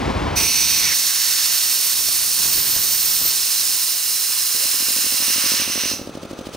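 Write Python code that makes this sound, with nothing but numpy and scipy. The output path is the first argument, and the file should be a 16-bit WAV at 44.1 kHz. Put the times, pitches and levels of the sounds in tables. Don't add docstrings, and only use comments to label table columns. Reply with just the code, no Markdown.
import sys
import numpy as np
from scipy import signal
from scipy.fft import rfft, irfft, next_fast_len
from scipy.io import wavfile
from scipy.ndimage import map_coordinates

SR = 44100
rng = np.random.default_rng(int(sys.argv[2]) if len(sys.argv) > 2 else 0)


def wav_record(signal):
    frames = np.transpose(np.atleast_2d(signal))
    bounded = np.clip(frames, -1, 1)
    quanta = np.round(bounded * 32767).astype(np.int16)
    wavfile.write(sys.argv[1], SR, quanta)


N = 289296
TIME_S = np.arange(N) / SR

OPEN_S, OPENING_S, SHUT_S, SHUT_DB_PER_S = 0.3534, 0.02, 5.925, 178
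SHRILL_SAG_HZ_PER_S, SHRILL_EDGE_DB_PER_S = 330, 70
RIPPLE_DEPTH_DB, RIPPLE_HALVED_S = 4.2, 2.1
GUSH_RISE_DB_PER_S, GUSH_FALL_DB_PER_S, SPUTTER_GAIN_DB = 600, 81, -0.5
RUN_START_S, TURN_S, SPIN_UP_S, SPIN_UP_DECAY = 4.5686, 0.07923, 0.041, 0.32
LOAD_DB_PER_S, FULL_LOAD_S, GULP_SCATTER_DB = 7, 5.99, 0.7
LEAK_HZ, LEAK_DB = 6080, -57
TOP_HZ = 15750

# time_s, roar_db, hiss_db, fizz_db
JET_LEVELS = [(0.38, -32, -20, -23), (0.75, -30, -19.5, -22), (0.92, -28.5, -20, -23.5),
              (0.95, -33, -21.5, -22), (1.46, -31, -21, -21.5), (1.58, -32.5, -22.5, -22),
              (2.32, -34.5, -23.5, -21), (2.46, -32, -21.5, -20.5), (2.6, -33, -23.5, -22),
              (3.7, -35, -23, -22), (3.93, -36.5, -25, -23), (5.16, -32, -23, -21.5), (5.44, -28, -22, -23),
              (5.52, -28.5, -21, -22.5), (5.61, -28, -23, -26.5), (5.66, -31, -26.5, -29),
              (5.87, -30, -24, -29), (5.92, -34, -24.5, -30.5)]
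# freq_hz, relative_db
ROAR_SPECTRUM = [(290, -20.5), (500, -17.5), (557, -15), (841, -14.5), (984, -6.5), (2020, -3),
                 (2210, -3.5), (2720, 0.5), (3210, -1.5), (3600, -2.5), (4680, -19), (7920, -120)]
HISS_SPECTRUM = [(1940, -36), (3300, -11), (4200, -3), (4720, -1.5), (5180, -0.5), (7500, -6.5),
                 (9750, -41), (16500, -120)]
FIZZ_SPECTRUM = [(4120, -21.5), (7000, -6), (7850, -5.5), (9460, 1.5), (9910, -1.5), (10700, -9.5),
                 (12400, -5), (14100, -2.5), (15100, -3), (15700, -9)]
GURGLE_SPECTRUM = [(20, -27), (45, -1.5), (62, 1), (85, 0), (140, -2.5), (240, -3), (400, -7.5),
                   (620, -12.5), (1000, -8.5), (1400, -16.5), (2600, -20), (5600, -29.5), (7000, -37),
                   (16000, -57)]
WHEEZE_SPECTRUM = [(800, -0.5), (2000, -10), (3000, -1.5), (4500, -3), (6200, -5), (7300, -10.5),
                   (9500, -8.5), (11500, -23), (14000, -14), (16000, -13)]
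WHIRR_SPECTRUM = [(18, -35), (30, -13), (245, -5.5), (404, -4.5), (988, -13.5), (1250, -11.5), (1430, -14),
                  (1760, -20.5), (3870, -21), (5310, -27), (6050, -27), (7470, -32), (10500, -33),
                  (11400, -46), (16000, -39)]
SPIT_SPECTRUM = [(30, 4), (100, -10), (400, 0), (1000, -12), (3000, -19), (8000, -45)]
# time_s, pitch_hz, level_db
GAP_RING = [(.36, 2420, -29), (.5, 2548, -28.5), (.7, 2475, -34.5), (.88, 2245, -29.5), (.93, 2040, -28),
            (.955, 1973, -42), (1.4, 1855, -37), (1.7, 1785, -62)]
VALVE_WHISTLE = [(3.4, 2850, -70), (3.7, 2860, -45.5), (5.3, 2777, -39), (5.55, 2850, -39),
                 (5.6, 2850, -31), (5.68, 2760, -39), (5.9, 2750, -37), (6.05, 2650, -33)]
VALVE_SCREECH = [(3.15, 13800, -80), (3.21, 13850, -23), (3.28, 13600, -21), (3.34, 13600, -50),
                 (3.5, 12500, -35), (4.5, 12350, -35), (5, 12250, -37), (5.4, 12200, -80)]
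# start_s, length_s, start_pitch_hz, level_db
SHRILL_BANDS = [(1.55, .5, 13260, -32), (2.522, .62, 14350, -24.5)]
# time_s, fraction
VALVE_PINCH = [(.36, 1), (.9, 0.61), (1.05, 0.12), (2, 0.17), (5, 0.035), (5.3, 0.4), (5.55, 0.3),
               (5.65, 0.87), (6.05, 0.85)]
# time_s, fraction
JET_SLOWING = [(1, 0), (3.2, .3), (3.8, 1)]
# centre_hz, width_hz, gain_db
SLIT_COLOUR = [(1350, 770, -2.5), (3300, 280, -2), (6010, 500, 7.5), (7200, 570, -15.5), (8460, 560, 4),
               (11000, 530, -3.5)]
FAST_OUTLET_COLOUR = [(2740, 460, 1), (3300, 300, -0.5), (3730, 280, 2), (4400, 310, 3), (4940, 370, -2.5),
                      (5450, 350, 1.5), (8500, 300, 2.5)]
SLOW_OUTLET_COLOUR = [(2060, 120, 0), (2860, 260, 1), (3420, 670, -2), (4130, 300, 3.5), (4570, 450, -3),
                      (5100, 610, 2), (8750, 300, 3), (9570, 470, 2.5), (11360, 400, 3), (11850, 300, -5),
                      (12900, 460, 1.5), (12800, 248, 0), (15300, 600, 5)]
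# time_s, spacing_hz
RIPPLE_SPACING = [(.36, 1540), (.55, 1610), (.68, 1495), (1.17, 1395), (1.28, 1445), (1.46, 1420),
                  (1.66, 1315), (2.3, 1240)]
# freq_hz, left_minus_right_db
JET_BALANCE = [(60, -1), (110, 1), (200, 1), (380, -0.5), (700, -1.5), (1290, -3.5), (2380, -3.5),
               (4400, -2), (8120, -6), (15000, -1)]
WATER_BALANCE = [(60, 1), (110, -1.5), (200, 0.5), (380, 0), (700, 3), (1290, 4), (2380, 1.0), (4400, 0),
                 (8120, -0.5), (15000, -0.5)]
# freq_hz, left_lead_rad
JET_PHASE = [(300, 0.5), (780, 1.7), (1300, 0.9), (2700, 0.68), (4900, 0.25), (6000, 1.1), (7400, -1.5),
             (8600, -1.1), (9700, -0.9), (11300, -5), (12800, -5), (15400, -6)]
WATER_PHASE = [(40, 0.19), (200, 0.83), (500, 1.76), (1000, 1.05), (2600, 0.76), (6000, 0.85)]
# start_s, length_s, relative_db
WET_GUSHES = [(0, 0.34, -22), (0.548, 0.33, -38.5), (1.28, 0.18, -52.5), (1.948, .35, -47.5),
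              (2.39, 0.4, -40.5), (2.85, 0.27, -44.5), (3.21, 0.054, -41.5), (3.597, 0.17, -53.5)]
# start_s, level_db
SPIT_DROPS = [(2.087, -29), (2.485, -33), (2.577, -31), (2.758, -24), (2.765, -25), (2.93, -32),
              (3.214, -31), (3.253, -29)]
# delay_in_turn_s, active_from_s, full_load_db
PUMP_CYLINDERS = [(0, 4.78, -19.5), (0.0207, 4.5, -20)]
# centre_hz, width_hz, relative_db
PIPE_MODES = [(96, 80, -5), (255, 108, 5), (526, 78, -1)]
# time_s, level_db
TURN_WHEEZE = [(4.8, -60), (5.6, -49), (6, -47), (6.39, -43), (6.55, -35)]
# time_s, pitch_hz, level_db
START_GROAN = [(4.53, 360, -80), (4.56, 390, -45), (4.6, 452, -50), (4.635, 630, -46), (4.68, 670, -46),
               (4.72, 680, -80)]
# time_s, level_db
WHIRR_LEVEL = [(0, -34), (.5, -53), (4.4, -54), (5.3, -49.5), (6, -39.5), (6.56, -39)]
# pitch_hz, max_level_db
WHINE_TONES = [(1214, -50.5), (1312, -53), (1736, -65), (2542, -55)]


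def jet():
    opening = np.clip((TIME_S - OPEN_S) / OPENING_S, 0, 1)
    shutting = amp(-SHUT_DB_PER_S * np.maximum(TIME_S - SHUT_S, 0))
    roar_db, hiss_db, fizz_db = curves(JET_LEVELS)
    roar = amp(roar_db) * valve_colour(valve_noise(ROAR_SPECTRUM, coherence=0.8))
    hiss = amp(hiss_db) * valve_colour(valve_noise(HISS_SPECTRUM, coherence=0.94))
    fizz = amp(fizz_db) * valve_colour(valve_noise(FIZZ_SPECTRUM, coherence=0.81))
    ring = narrow_band(*curves(GAP_RING), width_hz=750)
    whistle = narrow_band(*curves(VALVE_WHISTLE), width_hz=260)
    shrill = shrill_bands()
    screech = narrow_band(*curves(VALVE_SCREECH), width_hz=500)
    flutter = amp(0.42 * wobble(30) + 0.41 * wobble(80) + 0.38 * wobble(400))
    return opening * shutting * flutter * (roar + hiss + fizz + ring + whistle + shrill + screech)


def valve_colour(noise):
    hz, frame_s, frames = signal.stft(noise, SR, nperseg=512)
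    hz = hz[:, None]
    slit_db = at_time(VALVE_PINCH, frame_s) * bumps_db(SLIT_COLOUR, hz)
    slow = at_time(JET_SLOWING, frame_s)
    outlet_db = slow * bumps_db(SLOW_OUTLET_COLOUR, hz) + (1 - slow) * bumps_db(FAST_OUTLET_COLOUR, hz)
    gain = amp(treble_ripple_db(frame_s, hz) + slit_db + outlet_db)
    power = (abs(frames.mean(0)) ** 2).mean(1, keepdims=True)
    gain /= np.sqrt((power * gain ** 2).sum(0) / power.sum())
    return signal.istft(frames * gain, nperseg=512)[1][:, :N]


def treble_ripple_db(time_s, hz):
    fade = 1 / (1 + (time_s / RIPPLE_HALVED_S) ** 8)
    treble = at_freq([(9000, 0), (11500, 1)], hz)
    return RIPPLE_DEPTH_DB * fade * treble * np.cos(2 * np.pi * hz / at_time(RIPPLE_SPACING, time_s))


def shrill_bands():
    bands = np.zeros((2, N))
    for start_s, length_s, start_hz, level_db in SHRILL_BANDS:
        pitch_hz = start_hz - SHRILL_SAG_HZ_PER_S * (TIME_S - start_s)
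        envelope_db = swell_db(start_s, length_s, SHRILL_EDGE_DB_PER_S, SHRILL_EDGE_DB_PER_S)
        bands += narrow_band(pitch_hz, level_db + envelope_db, width_hz=1400, left_db=-5)
    return bands


def sputter():
    gushes_db = [db + swell_db(start_s, length_s, GUSH_RISE_DB_PER_S, GUSH_FALL_DB_PER_S)
                 for start_s, length_s, db in WET_GUSHES]
    lumps = amp(0.9 * wobble(90))
    gurgle = lumps * valve_noise(GURGLE_SPECTRUM, 1.0, WATER_BALANCE, WATER_PHASE)
    return amp(SPUTTER_GAIN_DB + np.max(gushes_db, axis=0)) * unit_rms(gurgle)


def spits(decay_s=0.0031):
    bursts = sum(amp(db) * (TIME_S >= start_s) * np.exp(-abs(TIME_S - start_s) / decay_s)
                 for start_s, db in SPIT_DROPS)
    return bursts * valve_noise(SPIT_SPECTRUM, 0.79, WATER_BALANCE, WATER_PHASE)


def pump():
    turns = np.arange(np.ceil((N / SR - RUN_START_S) / TURN_S))
    starts_s = RUN_START_S + turns * TURN_S - SPIN_UP_S * SPIN_UP_DECAY ** turns
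    gulps, wheeze = np.zeros(N), np.zeros(N)
    for start_s in starts_s:
        load_db = LOAD_DB_PER_S * min(start_s - FULL_LOAD_S, 0)
        for delay_s, active_from_s, full_load_db in PUMP_CYLINDERS:
            gulp_s = start_s + delay_s
            gulp_db = full_load_db + load_db + GULP_SCATTER_DB * rng.standard_normal()
            if gulp_s > active_from_s:
                gulps += np.bincount([round(gulp_s * SR)], [amp(gulp_db)], minlength=N)[:N]
                wheeze += amp(gulp_db - 24.5) * (abs(TIME_S - gulp_s - 0.002) < 0.005)
        swell = (1 + ((TIME_S - start_s + 0.0076) / 0.012) ** 2) ** -1.36
        wheeze += amp(at_time(TURN_WHEEZE, start_s)) * swell
    return intake_thuds(gulps) + wheeze * stereo_noise(WHEEZE_SPECTRUM, coherence=0.73)


def intake_thuds(gulps, left_lead_s=0.00018):
    def pipe(hz):
        modes = sum(amp(db) * 1j * hz * width_hz / (centre_hz ** 2 - hz ** 2 + 1j * hz * width_hz)
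                    for centre_hz, width_hz, db in PIPE_MODES)
        return modes / (1 + (hz / 730) ** 8)
    peak = abs(filtered(signal.unit_impulse(N, "mid"), pipe)).max()
    advance_s = np.array([[0.5], [-0.5]]) * left_lead_s
    return -filtered(gulps, lambda hz: pipe(hz) * np.exp(2j * np.pi * hz * advance_s)) / peak


def groan():
    return narrow_band(*curves(START_GROAN), width_hz=290, left_db=0)


def motor():
    level_db = at_time(WHIRR_LEVEL, TIME_S)
    whine = sum(amp(db) * np.sqrt(2) * np.sin(2 * np.pi * hz * TIME_S + 0.6 * wobble(12))
                for hz, db in WHINE_TONES)
    whirr = stereo_noise(WHIRR_SPECTRUM, coherence=0.85)
    return amp(level_db) * whirr + amp(level_db - level_db.max()) * whine


def leak():
    return (TIME_S > SHUT_S) * narrow_band(np.full(N, LEAK_HZ), LEAK_DB, width_hz=380, left_db=-5)


def valve_noise(spectrum, coherence, balance=JET_BALANCE, phase=JET_PHASE):
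    def response(hz):
        left = amp(at_freq(balance, hz) / 2) * np.exp(0.5j * at_freq(phase, hz))
        sides = np.array([left, 1 / left])
        shared = min(coherence, 0.99)
        centre_power = shared * abs(sides.sum(0)) ** 2 + (1 - shared) * (abs(sides) ** 2).sum(0)
        return sides * amp(at_freq(spectrum, hz)) / np.sqrt(centre_power)
    return unit_rms(filtered(white_pair(coherence), response))


def stereo_noise(spectrum, coherence):
    return unit_rms(filtered(white_pair(coherence), lambda hz: amp(at_freq(spectrum, hz))))


def narrow_band(pitch_hz, level_db, width_hz, left_db=-2.5):
    inphase, quadrature = filtered(rng.standard_normal((2, N)),
                                   lambda hz: 1 / (1 + (2 * hz / width_hz) ** 4))
    phase = 2 * np.pi * np.cumsum(pitch_hz) / SR
    band = unit_rms(inphase * np.cos(phase) + quadrature * np.sin(phase))
    return amp(level_db) * band * amp([[left_db / 2], [-left_db / 2]])


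def white_pair(coherence):
    common = np.sqrt(coherence) * rng.standard_normal(N)
    return common + np.sqrt(1 - coherence) * rng.standard_normal((2, N))


def wobble(rate_hz):
    knots = rng.standard_normal(int(N * rate_hz / SR) + 4)
    return map_coordinates(knots, [TIME_S * rate_hz])


def swell_db(start_s, length_s, rise_db_per_s, fall_db_per_s):
    age_s = TIME_S - start_s
    return np.minimum(0, np.minimum(age_s * rise_db_per_s, (length_s - age_s) * fall_db_per_s))


def bumps_db(rows, hz):
    return sum(db * 2 ** -(2 * (hz - centre_hz) / width_hz) ** 2 for centre_hz, width_hz, db in rows)


def filtered(x, response):
    size = next_fast_len(N + SR // 2)
    return irfft(rfft(x, size) * response(np.fft.rfftfreq(size, 1 / SR)), size)[..., :N]


def curves(rows):
    time_s, *columns = np.transpose(rows)
    return [np.interp(TIME_S, time_s, column) for column in columns]


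def at_time(points, time_s):
    return np.interp(time_s, *np.transpose(points))


def at_freq(points, hz):
    freq_hz, values = np.transpose(points)
    return np.interp(np.log(hz + 1), np.log(freq_hz + 1), values)


def unit_rms(x):
    return x / np.sqrt(np.mean(np.atleast_2d(x).mean(0) ** 2) + 1e-20)


def amp(db):
    return 10 ** (np.asarray(db) / 20)


def scene():
    return jet() + leak() + sputter() + spits() + groan() + pump() + motor()


def record(dry):
    return filtered(dry, lambda hz: hz < TOP_HZ)


dry = scene()
out = record(dry)
wav_record(out)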